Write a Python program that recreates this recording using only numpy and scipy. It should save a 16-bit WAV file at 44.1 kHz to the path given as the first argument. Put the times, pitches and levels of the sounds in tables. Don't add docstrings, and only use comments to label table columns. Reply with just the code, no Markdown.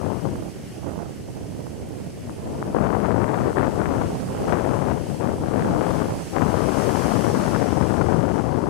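import sys
import numpy as np
from scipy import signal
from scipy.fft import rfft, irfft, next_fast_len
from scipy.io import wavfile
from scipy.ndimage import uniform_filter1d, map_coordinates

SR = 44100
rng = np.random.default_rng(int(sys.argv[2]) if len(sys.argv) > 2 else 0)


def persist_wave(psi):
    counts = np.round(np.clip(psi, -1, 1) * 32767).astype(np.int16)
    wavfile.write(sys.argv[1], SR, np.atleast_2d(counts).T)


N = 383229
TIME_S = np.arange(N) / SR


def amp(db):
    return 10 ** (np.asarray(db) / 20)

def unit(x):
    return x / np.sqrt(np.mean(x ** 2) + 1e-20)

def along(points, hz):
    knots_hz, values = np.transpose(points)
    return np.interp(np.log(hz + 1), np.log(knots_hz + 1), values)

def curve(points):
    return np.interp(TIME_S, *np.transpose(points))

def wobble(rate_hz):
    knots = rng.standard_normal(int(N * rate_hz / SR) + 4)
    return map_coordinates(knots, [TIME_S * rate_hz], mode="mirror")

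def swell(start_s, hold_s, rise_db_per_s, fall_db_per_s):
    t = TIME_S - start_s
    return np.minimum(rise_db_per_s * np.minimum(t, 0), -fall_db_per_s * np.maximum(t - hold_s, 0))

def filtered(x, response):
    size = x.shape[-1]
    padded = next_fast_len(size + 8192)
    return irfft(rfft(x, padded) * response(np.fft.rfftfreq(padded, 1 / SR)), padded)[..., :size]

def panned(pan_db):
    gains = amp(np.array([pan_db, -pan_db]) / 2).reshape(2, -1)
    return gains / np.sqrt(np.mean(gains ** 2, axis=0))

def patchy_noise(depth_db):
    bins = signal.stft(rng.standard_normal((2, N)), nperseg=512)[2]
    patches = uniform_filter1d(rng.standard_normal(bins.shape[1:]), size=9, axis=0)
    patches = unit(uniform_filter1d(patches, size=16, axis=1))
    return unit(signal.istft(bins * amp(depth_db * patches), nperseg=512)[1][:, :N])

def swept(spectrum, speed):
    frozen = unit(filtered(rng.standard_normal(2 * N), lambda hz: amp(along(spectrum, hz))))
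    return map_coordinates(frozen, [np.cumsum(speed)], mode="mirror")


# (time [s], hold [s], level [dB], centre [Hz], glide [octaves/s])
HISS_BANDS = [(0, 1.3, -67, 5850, 0), (2.3, .5, -63, 9300, .15), (3.25, 1.95, -59, 7940, 0.05),
              (6.851, 0.65, -52, 5999, -.13)]

def drifting_hiss():
    peak_hz = 6000
    band_hz_db = [(2500, -35), (5100, -12), (peak_hz, 0), (6900, -10), (11000, -40), (14000, -80)]
    levels_db, centres_hz = [], []
    for start_s, hold_s, db, hz, glide in HISS_BANDS:
        levels_db.append(db + swell(start_s, hold_s, rise_db_per_s=22.5, fall_db_per_s=13))
        centres_hz.append(hz * 2 ** (glide * (TIME_S - start_s)))
    centre_hz = np.choose(np.argmax(levels_db, axis=0), centres_hz)
    hiss = np.array([swept(band_hz_db, centre_hz / peak_hz) for _ in range(2)])
    return amp(np.max(levels_db, axis=0)) * hiss * panned(-1)


# (time [s], hold [s], relative level [dB], rise [dB/s], fall [dB/s])
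SURGES = [(0, .1, -54.5, 10, 3.7), (4.2, .3, -51.5, 3.5, 3.5), (5.906, 0.53, -50, 17, 6),
          (6.79, 0.51, -45, 29, 9)]

def surf_level(wash_db):
    power = sum(amp(db + swell(s, hold, rise, fall)) ** 2 for s, hold, db, rise, fall in SURGES)
    return 10 * np.log10(power + amp(wash_db) ** 2)


# (frequency [Hz], left-right correlation [-1..1])
SHORE_CORRELATION = [(100, 0.82), (1500, 0.33), (2900, 0.45), (4200, 0.32), (5400, -0.23), (6300, 0.34),
                     (8000, -0.1), (10500, 0.054), (13000, -0.064)]

def spread(pair, spectrum):
    def response(hz):
        angle = np.arccos(along(SHORE_CORRELATION, hz)) / 2
        return amp(along(spectrum, hz)) * [np.cos(angle), np.sin(angle)]
    mid, side = filtered(pair, response)
    return unit(np.array([mid + side, mid - side]))

def bubbles(count, pitch_hz, decay_cycles, scatter_db):
    when, side = rng.random((2, count))
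    hz = np.clip(pitch_hz * np.exp(0.41 * rng.standard_normal((count, 1))), 1200, 15000)
    strength = amp(scatter_db * np.minimum(rng.exponential(size=(count, 1)), 6))
    n = np.arange(96)
    cycles = hz * n / SR
    pops = strength * np.sin(2 * np.pi * cycles) * np.exp(-cycles / decay_cycles)
    at = ((when * N).astype(int)[:, None] + n).ravel()
    bearing = np.pi * side[:, None]
    gains = np.cos(bearing), np.sin(bearing)
    return unit(np.array([np.bincount(at, (pops * gain).ravel(), N)[:N] for gain in gains]))


# (frequency [Hz], relative density [dB])
FIZZ_SPECTRUM = [(500, -30), (2000, -2), (3000, -6), (3800, -5), (4600, -1), (5800, 0), (6900, -2.5),
                 (7900, 0), (9700, -1.5), (10700, -6.5), (12000, -17), (15500, -35)]
SPRAY_SPECTRUM = [(5000, -50), (9500, -6), (11500, 3), (12800, 1), (14000, -3), (15000, -8), (16000, -8)]
# (time [s], spray re fizz [dB])
SPRAY_SHARE = [(0, -9.5), (7.0, -10.5), (8.2, -13)]
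# (time [s], left minus right [dB])
FOAM_PAN = [(0, -0.6), (4.3, -1), (7.2, -2), (8.69, 2.8)]

def foam(surf_db):
    pops = bubbles(count=16000, pitch_hz=6500, decay_cycles=1.2, scatter_db=2.5)
    fizz = spread(patchy_noise(depth_db=0.7) + amp(-10.5) * pops, FIZZ_SPECTRUM)
    droplets = bubbles(count=1500, pitch_hz=12000, decay_cycles=2.5, scatter_db=3.5)
    spray = spread(patchy_noise(depth_db=0.5) + amp(-15) * droplets, SPRAY_SPECTRUM)
    spray *= amp(curve(SPRAY_SHARE)) * panned(-1.9)
    return amp(surf_db + 3.5 + 0.46 * wobble(12)) * (fizz + spray) * panned(curve(FOAM_PAN))


# (frequency [Hz], relative density [dB])
ROAR_SPECTRUM = [(40, -31), (150, -10), (400, 1), (900, -0.5), (1400, 0), (2000, 1), (3100, -1),
                 (3800, -10.5), (6000, -16.5), (12000, -38)]

def water(surf_db):
    roar = amp(surf_db + 2 + 0.72 * wobble(9.4)) * spread(patchy_noise(depth_db=0.7), ROAR_SPECTRUM)
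    rumble_db = surf_db - 7 + 0.6 * (surf_db - surf_db.max())
    rumble_hz_db = [(40, 1), (180, -11), (500, -10), (1000, -4), (3000, -33)]
    return roar + amp(rumble_db) * spread(patchy_noise(depth_db=2.5), rumble_hz_db)

def reflection(x, delay_s, gain, dull_hz):
    return filtered(x, lambda hz: 1 + gain * np.exp(-2j * np.pi * hz * delay_s - (hz / dull_hz) ** 2))


FULL_GUST_DB, ATTACK_DB_PER_S, RELEASE_DB_PER_S = -17, 260, 90
ATTACK_HALVING_DB, LEE_FADE_S, WAVER_DB = 9, 0.06, 0.79
# (left level [dB], right level [dB])
BREEZE_DB = [-36, -34]
# (time [s], hold [s], port [0 left, 1 right], level [dB], far-port shelter [dB], pitch [ratio])
GUSTS = [(0.027, .11, 0, -21, 15, 0.95), (0.159, .06, 0, -26, 15.5, 1.09), (0.249, .035, 0, -21.5, 1, 0.88),
         (0.34, .13, 1, -28, 8, .94), (0.849, .19, 1, -26.5, 3, 1.06), (1.27, 0.82, 1, -30, 0, 0.87),
         (2.291, .02, 0, -30.5, 0, 0.96), (2.401, .39, 1, -29.5, 0, 1.04), (2.491, .12, 0, -26.5, 0, 1.024),
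         (2.67, 0.071, 0, -24, 0, 1.01), (2.765, 0.083, 0, -16, 0, 0.97), (2.9, .33, 0, -17.5, 12, .97),
         (3.271, 0.21, 0, -18.5, 0, 1.1), (3.57, 0.092, 0, -17, 0, 1.08), (3.36, .22, 1, -30.5, 0, 0.99),
         (3.769, .26, 0, -18.5, 0, 1.037), (3.9, .15, 1, -29, 0, 1.003), (4.13, .32, 1, -25.5, 0, 1.055),
         (4.3, .1, 0, -29, 0, 1.1), (4.419, .04, 0, -23.5, 0, 1.1), (4.485, .09, 0, -16.5, 1, 1.07),
         (4.63, .29, 0, -18, 0.5, 1.02), (5.0, 0.1704, 0, -24.5, -1, 0.85),
         (5.215, 0.077, 0, -19, 4.5, 0.98), (5.36, 0.069, 1, -28, 0, .94), (5.42, .1, 0, -22, 0, 0.98),
         (5.529, .49, 0, -18.5, 0, 1.036), (5.64, .08, 1, -24.5, 0, 0.93), (6.109, 0.065, 1, -23, 2, 0.98),
         (6.359, 0.93, 0, -17.5, 11, 1.02), (7.34, 0.097, 1, -28.5, 0, 0.96), (7.35, .33, 0, -18, 3, 1.05),
         (7.699, 0.68, 0, -17, 14, .93), (8.4, .29, 0, -19, 16, 0.94), (8.65, .02, 1, -32, 0, 0.96)]

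def airflow(port):
    levels_db, pitches, lee_db = [], [], np.zeros(N)
    for start_s, hold_s, side, db, shelter_db, pitch in GUSTS:
        if side == port:
            rise_db_per_s = ATTACK_DB_PER_S * 2 ** ((db - FULL_GUST_DB) / ATTACK_HALVING_DB)
            levels_db.append(db + swell(start_s, hold_s, rise_db_per_s, RELEASE_DB_PER_S))
            pitches.append(pitch)
        else:
            lee = np.maximum(1 + swell(start_s, hold_s, 1 / LEE_FADE_S, 1 / LEE_FADE_S), 0)
            lee_db = np.maximum(lee_db, shelter_db * lee)
    levels_db.append(BREEZE_DB[port] - lee_db + WAVER_DB * wobble(14))
    pitches.append(0.94)
    return np.max(levels_db, axis=0), np.array(pitches)[np.argmax(levels_db, axis=0)]

def crackle(count, scatter_db):
    snap_hz_db = [(100, -28), (700, -8.5), (1400, 1), (2200, -12), (3200, -21.5), (5000, -32.5),
                  (9000, -80)]
    when, sign = rng.random((2, count))
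    strength = np.sign(sign - 0.5) * amp(scatter_db * np.minimum(rng.exponential(size=count), 3))
    impulses = np.bincount((when * N).astype(int), strength, N)
    return unit(filtered(impulses, lambda hz: amp(along(snap_hz_db, hz))))


# (frequency [Hz], relative density [dB])
TURBULENCE_SPECTRUM = [(30, -2.5), (120, -0.5), (200, 0), (310, -2.17), (500, -4.5), (750, -8.5),
                       (1000, -12), (1400, -19.5), (2000, -31), (3000, -45), (4500, -69), (8000, -110)]

def buffet(port, db_per_decade, flutter_db, eddy_db, throb_db, crackle_db):
    gust_db, pitch = airflow(port)
    reach_db = 5
    eddies_db = reach_db * np.tanh((flutter_db * wobble(70) + eddy_db * wobble(300)) / reach_db)
    speed_decades = (gust_db + 1.3 * eddies_db - FULL_GUST_DB) / db_per_decade
    speed = pitch * 10 ** np.clip(speed_decades, -1, 0.2)
    rumble = amp(eddies_db) * swept(TURBULENCE_SPECTRUM, np.clip(speed, 0.1, 1.9))
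    snaps = amp(crackle_db) * speed ** 3 * crackle(count=1500, scatter_db=6.5)
    throb = swept([(20, 0.5), (100, 1), (150, -1), (300, -24), (1000, -90)], np.ones(N))
    throb *= amp(throb_db + 0.14 * (FULL_GUST_DB - gust_db))
    return amp(gust_db) * (rumble + snaps + throb)


# (time [s], port [0 left, 1 right], relative peak [dB], pitch [Hz])
EDDY_SLAPS = [(0.254, 0, -7, 507), (0.357, 1, -17, 851), (0.9908, 1, -15, 615), (1.668, 1, -18.5, 656),
              (2.296, 0, -13.5, 697), (2.627, 0, -5.5, 801), (2.748, 0, -0.5, 510.4),
              (2.824, 0, -7.5, 501.5), (3.052, 0, -4, 658), (3.1078, 0, -2.5, 783), (3.243, 0, -8, 1154),
              (3.581, 0, -1, 557.8), (3.611, 0, -3, 702.3), (3.8574, 0, -6, 1090), (4.573, 0, -8, 851),
              (5.437, 0, -9.5, 699.4), (5.7623, 0, -5.5, 601.4), (6.384, 0, -4.5, 898),
              (6.542, 0, -2.5, 552), (6.877, 0, -1.5, 401), (7.534, 0, -7.5, 648), (8.012, 0, -7, 701)]

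def slaps(gain_db):
    pressure = np.zeros((2, N))
    n = np.arange(-256, 256)
    for time_s, port, db, hz in EDDY_SLAPS:
        phase = 2 * np.pi * hz * n / SR
        pulse = -phase * np.exp((1 - phase ** 2) / 2)
        pressure[port, round(time_s * SR) + n] += amp(db + gain_db) * pulse
    return pressure

def wind(low_cut_hz):
    left = buffet(0, db_per_decade=70, flutter_db=1.03, eddy_db=2, throb_db=-10.5, crackle_db=-20)
    right = buffet(1, db_per_decade=72, flutter_db=1.43, eddy_db=2.5, throb_db=-11.5, crackle_db=-18.5)
    ports = np.array([amp(0.13) * left, right]) + slaps(gain_db=-5.5)
    return filtered(ports, lambda hz: -hz ** 2 / (low_cut_hz ** 2 - hz ** 2 + 1.25j * hz * low_cut_hz))

def scene():
    surf_db = surf_level(wash_db=-62)
    left, right = water(surf_db) + foam(surf_db) + drifting_hiss()
    left = reflection(left, delay_s=0.00065, gain=0.22, dull_hz=3600)
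    return np.array([left, right]) + wind(low_cut_hz=84.3)

def record(dry):
    return filtered(dry, lambda hz: hz < 15720)


dry = scene()
out = record(dry)
persist_wave(out)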